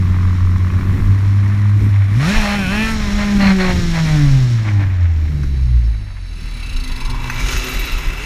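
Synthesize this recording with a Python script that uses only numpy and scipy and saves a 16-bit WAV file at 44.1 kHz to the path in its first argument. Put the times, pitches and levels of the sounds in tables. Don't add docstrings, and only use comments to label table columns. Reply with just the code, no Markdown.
import sys
import numpy as np
from scipy.fft import rfft, irfft, next_fast_len
from scipy.io import wavfile
from scipy.ndimage import uniform_filter1d, map_coordinates

SR = 44100
rng = np.random.default_rng(int(sys.argv[2]) if len(sys.argv) > 2 else 0)


def master(y):
    cut = np.clip(np.atleast_2d(y).T, -1, 1)
    pcm = np.round(cut * 32767)
    wavfile.write(sys.argv[1], SR, pcm.astype(np.int16))


N = 363825


def amp(db):
    return 10 ** (np.asarray(db) / 20)


def unit(x):
    return x / np.sqrt(np.mean(x ** 2) + 1e-20)


def curves(rows):
    time_s, *columns = np.transpose(rows)
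    return [np.interp(np.arange(N) / SR, time_s, column) for column in columns]


def window(start_s, end_s, fade_s):
    t = np.arange(N) / SR
    return np.clip(np.minimum(t - start_s, end_s - t) / fade_s + .5, 0, 1)


def wobble(rate_hz):
    at = np.arange(0, N + 64, 64)
    knots = rng.standard_normal(int(N * rate_hz / SR) + 4)
    return np.interp(np.arange(N), at, map_coordinates(knots, [at * rate_hz / SR]))


def filtered(x, response):
    m = next_fast_len(N + SR // 2)
    return irfft(rfft(x, m) * response(np.fft.rfftfreq(m, 1 / SR)), m)[:N]


def along(points, hz):
    freq_hz, level_db = np.transpose(points)
    return np.interp(np.log(hz + 1), np.log(freq_hz + 1), level_db)


def shaped(points):
    return lambda hz: amp(along(points, hz))


def resonant(modes):
    def response(f):
        total = 0
        for k, (c, width, db) in enumerate(modes):
            total = total + (-1) ** k * amp(db) * 1j * f * width / (c * c - f * f + 1j * f * width)
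        return total
    return response


def puffs(turns, scatter_db, decay_turns, rest):
    size = amp(scatter_db * rng.standard_normal(int(turns[-1]) + 2))[turns.astype(int)]
    envelope = rest + size * np.exp(-(turns % 1) / decay_turns)
    return unit(envelope * rng.standard_normal(N))


def orders(turns, levels_db, flutter_db):
    out = np.zeros(N)
    for k, db in enumerate(levels_db):
        gain = np.sqrt(2) * amp(db + flutter_db * wobble(25))
        out += gain * np.sin(2 * np.pi * (k + 1) * turns + k)
    return out


def impulses(at, size):
    whole, part = at.astype(int), at % 1
    early = np.bincount(whole, size * (1 - part), N + 2)
    late = np.bincount(whole + 1, size * part, N + 2)
    return (early + late)[:N]


# time_s, speed_turns_per_s
CRANK_SPEED = [(0, 91), (.7, 91.5), (1.16, 98), (1.84, 103), (2.08, 98), (2.14, 104.4), (2.25, 155.5),
               (2.31, 204.7), (2.37, 221.9), (2.45, 203), (2.56, 205), (2.67, 180.5), (2.73, 201.7),
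               (2.81, 220.4), (2.92, 222), (3.09, 200.5), (3.16, 206), (3.29, 205.3), (3.67, 183.7),
               (4.16, 150.8), (4.67, 105), (4.81, 99), (5.16, 80), (5.7, 61), (6.4, 39)]
REFERENCE_HZ = 100
BARK_DB, BARK_DB_PER_OCTAVE = -38, 8.5


def engine():
    hz = curves(CRANK_SPEED)[0]
    turns = np.cumsum(hz * (1 + .003 * wobble(30))) / SR
    hard_db = firing()
    bark_db = BARK_DB + BARK_DB_PER_OCTAVE * np.log2(hz / REFERENCE_HZ) + hard_db + 1.02 * wobble(3.964)
    gas = puffs(turns, scatter_db=4.0, decay_turns=1.0, rest=1.0)
    whole_turns = np.arange(1, int(turns[-1]))
    turn_at = np.interp(whole_turns, turns, np.arange(N))
    out = mount_shake(turns, hz, hard_db) + amp(bark_db) * exhaust(turns, hz, gas)
    out += casing(turns, hard_db) + throttle_pops(turn_at, gas)
    out += cylinder_head(gas, bark_db) + intake(turns, turn_at)
    return window(-1, 6.76, 0.27) * out


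# start_s, length_s, gain_over_weak_charge_db
HARD_BURSTS = [(2.202, .23, 8.5), (2.432, 0.13, 9.5), (2.568, 0.19, 3.5), (2.709, 0.21, 6),
               (3.185, 0.059, 6.5), (3.4, 0.13, 10), (3.594, .13, 10), (3.938, 0.072, 7),
               (4.052, 0.25, 6.5), (4.32, 0.28, 3), (4.655, 0.061, 6.5), (4.802, 0.036, 7.5)]
BURST_EDGE_S, BURST_SAG_DB_PER_S = 0.022, 10.5


def firing():
    t = np.arange(N) / SR
    hard_db = np.zeros(N)
    for start_s, length_s, db in HARD_BURSTS:
        sagging_db = db - BURST_SAG_DB_PER_S * (t - start_s)
        hard_db += window(start_s, start_s + length_s, BURST_EDGE_S) * sagging_db
    return hard_db


# time_s, level_db
FIRST_ORDER = [(0, -12.5), (.76, -12.5), (.82, -20.5), (.9, -11.5), (.99, -22.5), (1.1, -11.5), (2.2, -12),
               (2.37, -22), (2.6, -19), (3.04, -23.5), (3.46, -9.5), (3.79, -21.5), (4.12, -12.5),
               (4.34, -9.5), (4.67, -16.5), (4.78, -12), (5.2, -13.5), (5.45, -18.5), (5.75, -10),
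               (5.9, -13), (6.05, -28), (6.32, -24.5)]
# time_s, level_db
SECOND_ORDER = [(0, -27), (.7, -28), (1.2, -35.5), (1.7, -28), (2.05, -46), (2.22, -29), (2.4, -38.5),
                (3.4, -38.5), (3.79, -26.5), (4.01, -37.5), (4.2, -20), (4.5, -34.5), (5.22, -44),
                (5.33, -26.5), (5.66, -23.5), (5.88, -31), (6.1, -24), (6.25, -37)]
# order_freq_hz, level_db
THIRD_ORDER = [(120, -59), (185, -36.5), (235, -53.5), (300, -38.5), (400, -45.5), (490, -47), (570, -39),
               (660, -45.5)]
THIRD_SHARE = 1.13


def mount_shake(turns, hz, hard_db):
    first_db = curves(FIRST_ORDER)[0]
    second_db = curves(SECOND_ORDER)[0] + 2.5 * wobble(8)
    third_db = along(THIRD_ORDER, 3 * hz) + THIRD_SHARE * hard_db + 3 * wobble(8)
    return orders(turns, [first_db, second_db, third_db], flutter_db=1.23)


# freq_hz, width_hz, gain_db
PIPE_MODES = [(587, 136, -2.5), (870, 287, 1), (1046, 444, 0.5), (1830, 796, 0.5), (2345, 660, -0.5),
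              (2930, 340, -8.5), (3670, 880, -13.5)]
# time_s, clean_pulse_share_0_to_1 (amplitude weight)
EVENNESS = [(0, .1), (2.15, .15), (2.45, .65), (2.8, .8), (3, .62), (4, .65), (4.15, .78), (4.5, .6),
            (5.2, .2), (6.4, .15)]


def exhaust(turns, hz, gas):
    def muffled(f):
        return resonant(PIPE_MODES)(f) / (1 + (f / 4500) ** 4) * f / np.hypot(f, 550)

    clean = curves(EVENNESS)[0]
    tones = pulse_orders(turns, hz, PIPE_MODES, flutter_db=3.2, slip_rad=.015)
    rasp = unit(filtered(gas, muffled))
    return clean * tones + np.sqrt(1 - clean ** 2) * rasp


def pulse_orders(turns, hz, modes, flutter_db, slip_rad, end_order=22):
    grid_hz = np.arange(0, 6000, 10.)
    response = abs(resonant(modes)(grid_hz)) / (1 + (grid_hz / 2600) ** 2)
    out = np.zeros(N)
    for k in range(4, end_order):
        phase = 2 * np.pi * k * turns + .25 * k * k + slip_rad * k ** 1.5 * wobble(35)
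        out += amp(flutter_db * wobble(14)) * np.interp(k * hz, grid_hz, response) * np.sin(phase)
    power = uniform_filter1d(out ** 2, size=SR // 4)
    return out / np.sqrt(np.abs(power) + 1e-12)


# freq_hz, gain_db
HISS_SPECTRUM = [(1650, -17.5), (2800, -2.5), (4040, -2.5), (4760, -7.5), (5440, -3.5), (8490, -15.5),
                 (12000, -20), (15200, -28.5)]
# freq_hz, width_hz, gain_db
CASING_MODES = [(4040, 390, 1), (5480, 155, 16), (6790, 140, -0.5), (9460, 34, 5), (11600, 83, -18)]
# time_s, hiss_gain_db, top_level_db
CASING_LEVELS = [(0, -49, -63), (2.1, -48.5, -58.5), (2.3, -31, -44), (2.6, -37, -47.5),
                 (2.92, -34.5, -44.5), (2.97, -35, -51.5), (4.2, -34.5, -50.5), (4.6, -42, -60.5),
                 (4.9, -50, -71), (5.5, -53, -77), (6.1, -61, -69), (6.4, -56, -68)]
HISS_SHARE = 0.2


def casing(turns, hard_db):
    hiss_db, top_db = curves(CASING_LEVELS)
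    hiss_db = hiss_db + HISS_SHARE * hard_db + 0.9 * wobble(3.8)
    top_db = top_db + HISS_SHARE * hard_db
    chatter = puffs(turns, scatter_db=2.5, decay_turns=0.88, rest=1.0)
    hiss = unit(filtered(chatter, shaped(HISS_SPECTRUM)))
    hiss += 0.69 * unit(filtered(chatter, resonant(CASING_MODES)))
    above = shaped([(6500, -30), (9000, -1.0)])
    body = filtered(hiss, lambda f: 1 - above(f))
    return amp(hiss_db) * body + amp(top_db) * unit(filtered(hiss, above))


# time_s, level_db
POP_LEVEL = [(0, -38), (1.6, -42.5), (2.1, -47)]


def throttle_pops(turn_at, gas):
    lit = np.cumsum(2 + (rng.standard_normal(len(turn_at)) > 1.4))
    lit = lit[lit < len(turn_at)]
    clicks = impulses(turn_at[lit], amp(1.8 * rng.standard_normal(len(lit))))
    modes = resonant([(1090, 340, 0), (2050, 500, -9)])
    pops = unit(filtered(clicks + 0.013 * gas, lambda f: modes(f) ** 2))
    return window(-1, 2.5, 0.1) * amp(curves(POP_LEVEL)[0]) * pops


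# time_s, level_db
BUFFET_LEVEL = [(0, -23), (.82, -29), (1.5, -44), (2.25, -34), (2.6, -33), (2.8, -23), (4.37, -18.5),
                (4.55, -35.5), (5.45, -21.5), (6.2, -31.5), (7.3, -24.5), (7.65, -37), (8.25, -22)]
# freq_hz, gain_db
BUFFET_SPECTRUM = [(10, -47), (22, 12.5), (30, 4.5), (50, 0), (80, -6.5), (160, -20), (400, -63.5)]
JOLT_RUMBLE_DB, JOLT_RUMBLE_S = -10, 0.056


def buffet():
    t = np.arange(N) / SR
    jolts = np.zeros(N)
    for start_s, db in JOLTS:
        jolts += amp(db + JOLT_RUMBLE_DB) * np.exp(-abs(t - start_s - .02) / JOLT_RUMBLE_S)
    lumps = amp(0.76 * wobble(11)) * filtered(rng.standard_normal(N), shaped(BUFFET_SPECTRUM))
    return (amp(curves(BUFFET_LEVEL)[0]) + jolts) * unit(lumps)


# time_s, level_db
ROLL_LEVEL = [(0, -21.5), (1.1, -22), (1.25, -26.5), (2.1, -26.5), (2.3, -23.5), (3.2, -21.5), (4.5, -26),
              (5.6, -28.5), (6.1, -38), (8.25, -40.5)]
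# freq_hz, gain_db
CHASSIS_SPECTRUM = [(30, -6.5), (60, 1), (120, -3.5), (200, -7.5), (330, -16), (450, -25.5), (900, -55.5)]


def rolling():
    drumming = amp(3.1 * wobble(8.1)) * filtered(rng.standard_normal(N), shaped(CHASSIS_SPECTRUM))
    return amp(curves(ROLL_LEVEL)[0]) * unit(drumming)


# start_s, level_db
JOLTS = [(1.011, -7), (2.36, -2.5), (3.109, -15), (6.741, -12), (7.075, -10), (7.413, -9), (7.546, -11),
         (7.755, -10), (7.924, -13), (8.069, -12)]


def bumps():
    out, t = np.zeros(N + SR), np.arange(SR // 4) / SR
    for start_s, db in JOLTS:
        hz = 34 * amp(0.99 * rng.standard_normal())
        envelope = (t / 0.035) * np.exp(1 - t / 0.024)
        out[round(start_s * SR):][:len(t)] += amp(db) * envelope * np.sin(2 * np.pi * hz * t)
    return out[:N]


def cylinder_head(gas, bark_db):
    ring = unit(filtered(gas, lambda f: resonant([(4150, 450, 0)])(f) ** 2))
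    return amp(2.8 * (bark_db + 21.5) - 37) * ring


# time_s, scream_level_db, order_8_whine_level_db
THROTTLE_LEVELS = [(2.25, -37, -27), (2.37, -30, -28), (2.47, -33.5, -34), (2.66, -30.5, -27.5),
                   (2.84, -27, -24), (2.95, -50, -32)]
# freq_hz, width_hz, gain_db
INTAKE_MODES = [(2380, 220, 0), (2630, 160, 0), (3050, 200, -6)]


def intake(turns, turn_at):
    scream_db, whine_db = curves(THROTTLE_LEVELS)
    clicks = impulses(turn_at, amp(rng.standard_normal(len(turn_at))))
    scream = unit(filtered(clicks, lambda f: resonant(INTAKE_MODES)(f) / (1 + (f / 4500) ** 4)))
    whine = np.sqrt(2) * np.sin(2 * np.pi * 8 * turns)
    return window(2.24, 2.97, 0.11) * (amp(scream_db) * scream + amp(whine_db) * whine)


# time_s, level_db
DRAG_LEVEL = [(5.2, -56.5), (5.6, -47), (6.1, -49.5), (6.5, -46.5), (7.1, -44.5)]
# freq_hz, width_hz, gain_db
DRUM_MODES = [(2660, 290, -4), (3986, 130, 2.5), (4570, 200, -3.5), (5380, 34, 1.5), (6330, 120, -6.5),
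              (8400, 250, -30), (9250, 160, -28), (9770, 410, -10.5), (10560, 360, -22), (13400, 400, -44)]
# time_s, level_db
CLACK_LEVELS = [(6.26, -49.5), (6.55, -39), (6.75, -32.5), (7.1, -31.5), (7.16, -42)]
FIRST_CLACK_S, FIRST_CLACK_HZ, RUNDOWN_S, CLACK_COUNT = 6.259, 45.31, 1.036, 28


def clutch():
    push, t = np.zeros(N), np.arange(SR // 20) / SR
    turn = np.arange(CLACK_COUNT)
    times_s = FIRST_CLACK_S - RUNDOWN_S * np.log(1 - turn / (FIRST_CLACK_HZ * RUNDOWN_S))
    for start_s in times_s:
        db = np.interp(start_s, *np.transpose(CLACK_LEVELS)) + 1.1 * rng.standard_normal()
        push[round(start_s * SR):][:len(t)] += amp(db) * (t / 0.0072) * np.exp(1 - t / 0.0068)
    clacks = push * rng.standard_normal(N)
    rub = filtered(rng.standard_normal(N), lambda f: 1 / (1 + (f / 11000) ** 8))
    drag = amp(curves(DRAG_LEVEL)[0]) * window(5.2, 7.1, 0.14) * rub
    ring = resonant(DRUM_MODES)
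    rung = filtered(clacks + drag, lambda f: ring(f) / np.sqrt(np.mean(abs(ring(f)) ** 2)))
    bare = filtered(clacks, shaped([(1000, -27), (2500, -7), (10000, 0.5), (15000, -5)]))
    return rung + 0.32 * bare


# start_s, frame_drive_db, bare_crack_db
KNOCK_LEVELS = [(5.433, -16.5, -65), (7.299, -4.5, -34)]
# freq_hz, width_hz, gain_db
FRAME_MODES = [(1100, 500, -3.5), (1740, 460, 3), (2560, 30, 11.5), (4570, 900, -15), (6240, 120, -4.5)]


def knocks():
    out, t = np.zeros((2, N)), np.arange(SR // 10) / SR
    for start_s, frame_db, crack_db in KNOCK_LEVELS:
        burst = amp(-60 * t / 0.041) * rng.standard_normal((2, len(t)))
        out[:, round(start_s * SR):][:, :len(t)] += burst * amp([[frame_db], [crack_db]])
    frame, crack = out
    return filtered(frame, resonant(FRAME_MODES)) + crack


# time_s, firing_rate_hz, order_1_db, order_2_db, order_3_db, rasp_db, treble_db
PASSING_KART = [(6.3, 124, -52, -63, -63, -47.5, -51), (6.46, 114, -37, -49, -75.5, -44, -46),
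                (6.79, 128.3, -41.5, -40.5, -56.5, -41, -63), (7.35, 122, -29, -37, -51.5, -33, -40),
                (7.51, 126.1, -35, -34, -37.5, -29.5, -29.5), (8.16, 127, -56, -51.5, -47.5, -32.5, -45),
                (8.25, 150, -39, -52, -50, -32.5, -38.5)]
# freq_hz, gain_db
RASP_SPECTRUM = [(88, -45), (150, 11.5), (182, -10), (253, 3), (300, 2.5), (374, -1), (665, -7),
                 (1360, 0.5), (2690, -7.5), (3400, -17), (4420, -43), (7480, -120)]
# freq_hz, gain_db
TREBLE_SPECTRUM = [(1760, -42), (3000, -4.5), (3210, -16.5), (3930, -4.5), (4210, -9), (6680, -6),
                   (7340, -17.5), (10200, -19), (12400, -21), (15200, -38)]
# freq_hz, width_hz, gain_db
COVER_MODES = [(1370, 48, -4), (2046, 80, 5), (2304, 53, 7.5), (2644, 105, 7), (2760, 49, -8),
               (3430, 150, -3.5), (3880, 110, -2), (5150, 52, -1.5), (6660, 170, -18.5)]
# time_s, level_db
HOLLOW_LEVEL = [(6.7, -68), (6.95, -47), (7.1, -34.5), (7.35, -39.5), (7.5, -51), (8.25, -66)]


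def passer():
    hz, *orders_db, rasp_db, treble_db = curves(PASSING_KART)
    turns = np.cumsum(hz) / SR
    gas = puffs(turns, scatter_db=3.0, decay_turns=1.0, rest=1.0)
    rasp = unit(filtered(gas, shaped(RASP_SPECTRUM)))
    covers = np.zeros(N)
    for mode in COVER_MODES:
        covers += filtered(gas * amp(3.5 * wobble(7)), resonant([mode]))
    treble = unit(filtered(gas, shaped(TREBLE_SPECTRUM)))
    near = amp(rasp_db) * (rasp + .95 * unit(covers)) + amp(treble_db) * treble * window(7.12, 9, 0.24)
    swell = unit(filtered(gas, lambda f: resonant([(990, 300, 0)])(f) ** 2))
    hollow = amp(curves(HOLLOW_LEVEL)[0]) * swell
    return window(6.31, 9, 0.34) * (orders(turns, orders_db, flutter_db=3.0) + near + hollow)


SLAP_TIMES = [7.22, 7.298, 7.34, 7.394, 7.447, 7.505, 7.569, 7.638, 7.688, 7.733, 7.79, 7.849, 7.914, 7.979,
              8.026, 8.069, 8.124, 8.171, 8.236]
# freq_hz, width_hz, gain_db
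LINK_MODES = [(12360, 630, 4.5), (12700, 400, -2.5), (13500, 500, -14), (14900, 500, -4),
              (9600, 900, -10.5)]
SLAP_DB, SLAP_FALL_POWER = -18.5, 1.7
NEAREST_S, NEAR_FOR_S = 7.71, 0.2


def chain():
    shake, t = np.zeros(N + SR), np.arange(SR // 10) / SR
    envelope = amp(-60 * t / 0.096) * (1 - np.exp(-t / 0.004))
    for start_s in SLAP_TIMES:
        distance = np.hypot(1, (start_s - NEAREST_S) / NEAR_FOR_S)
        size = amp(SLAP_DB + 2.3 * rng.standard_normal()) / distance ** SLAP_FALL_POWER
        shake[round(start_s * SR):][:len(t)] += size * envelope * rng.standard_normal(len(t))
    return filtered(shake[:N], resonant(LINK_MODES))


def scene():
    own_kart = engine() + buffet() + rolling() + bumps() + clutch() + knocks()
    return (own_kart + passer() + chain())[None]


BAND_LIMIT_HZ = 15315


def record(dry):
    soft = dry[0] / (1 + np.abs(dry[0] / .93) ** 8) ** (1 / 8)
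    return filtered(soft, lambda hz: hz < BAND_LIMIT_HZ)[None]


dry = scene()
out = record(dry)
master(out)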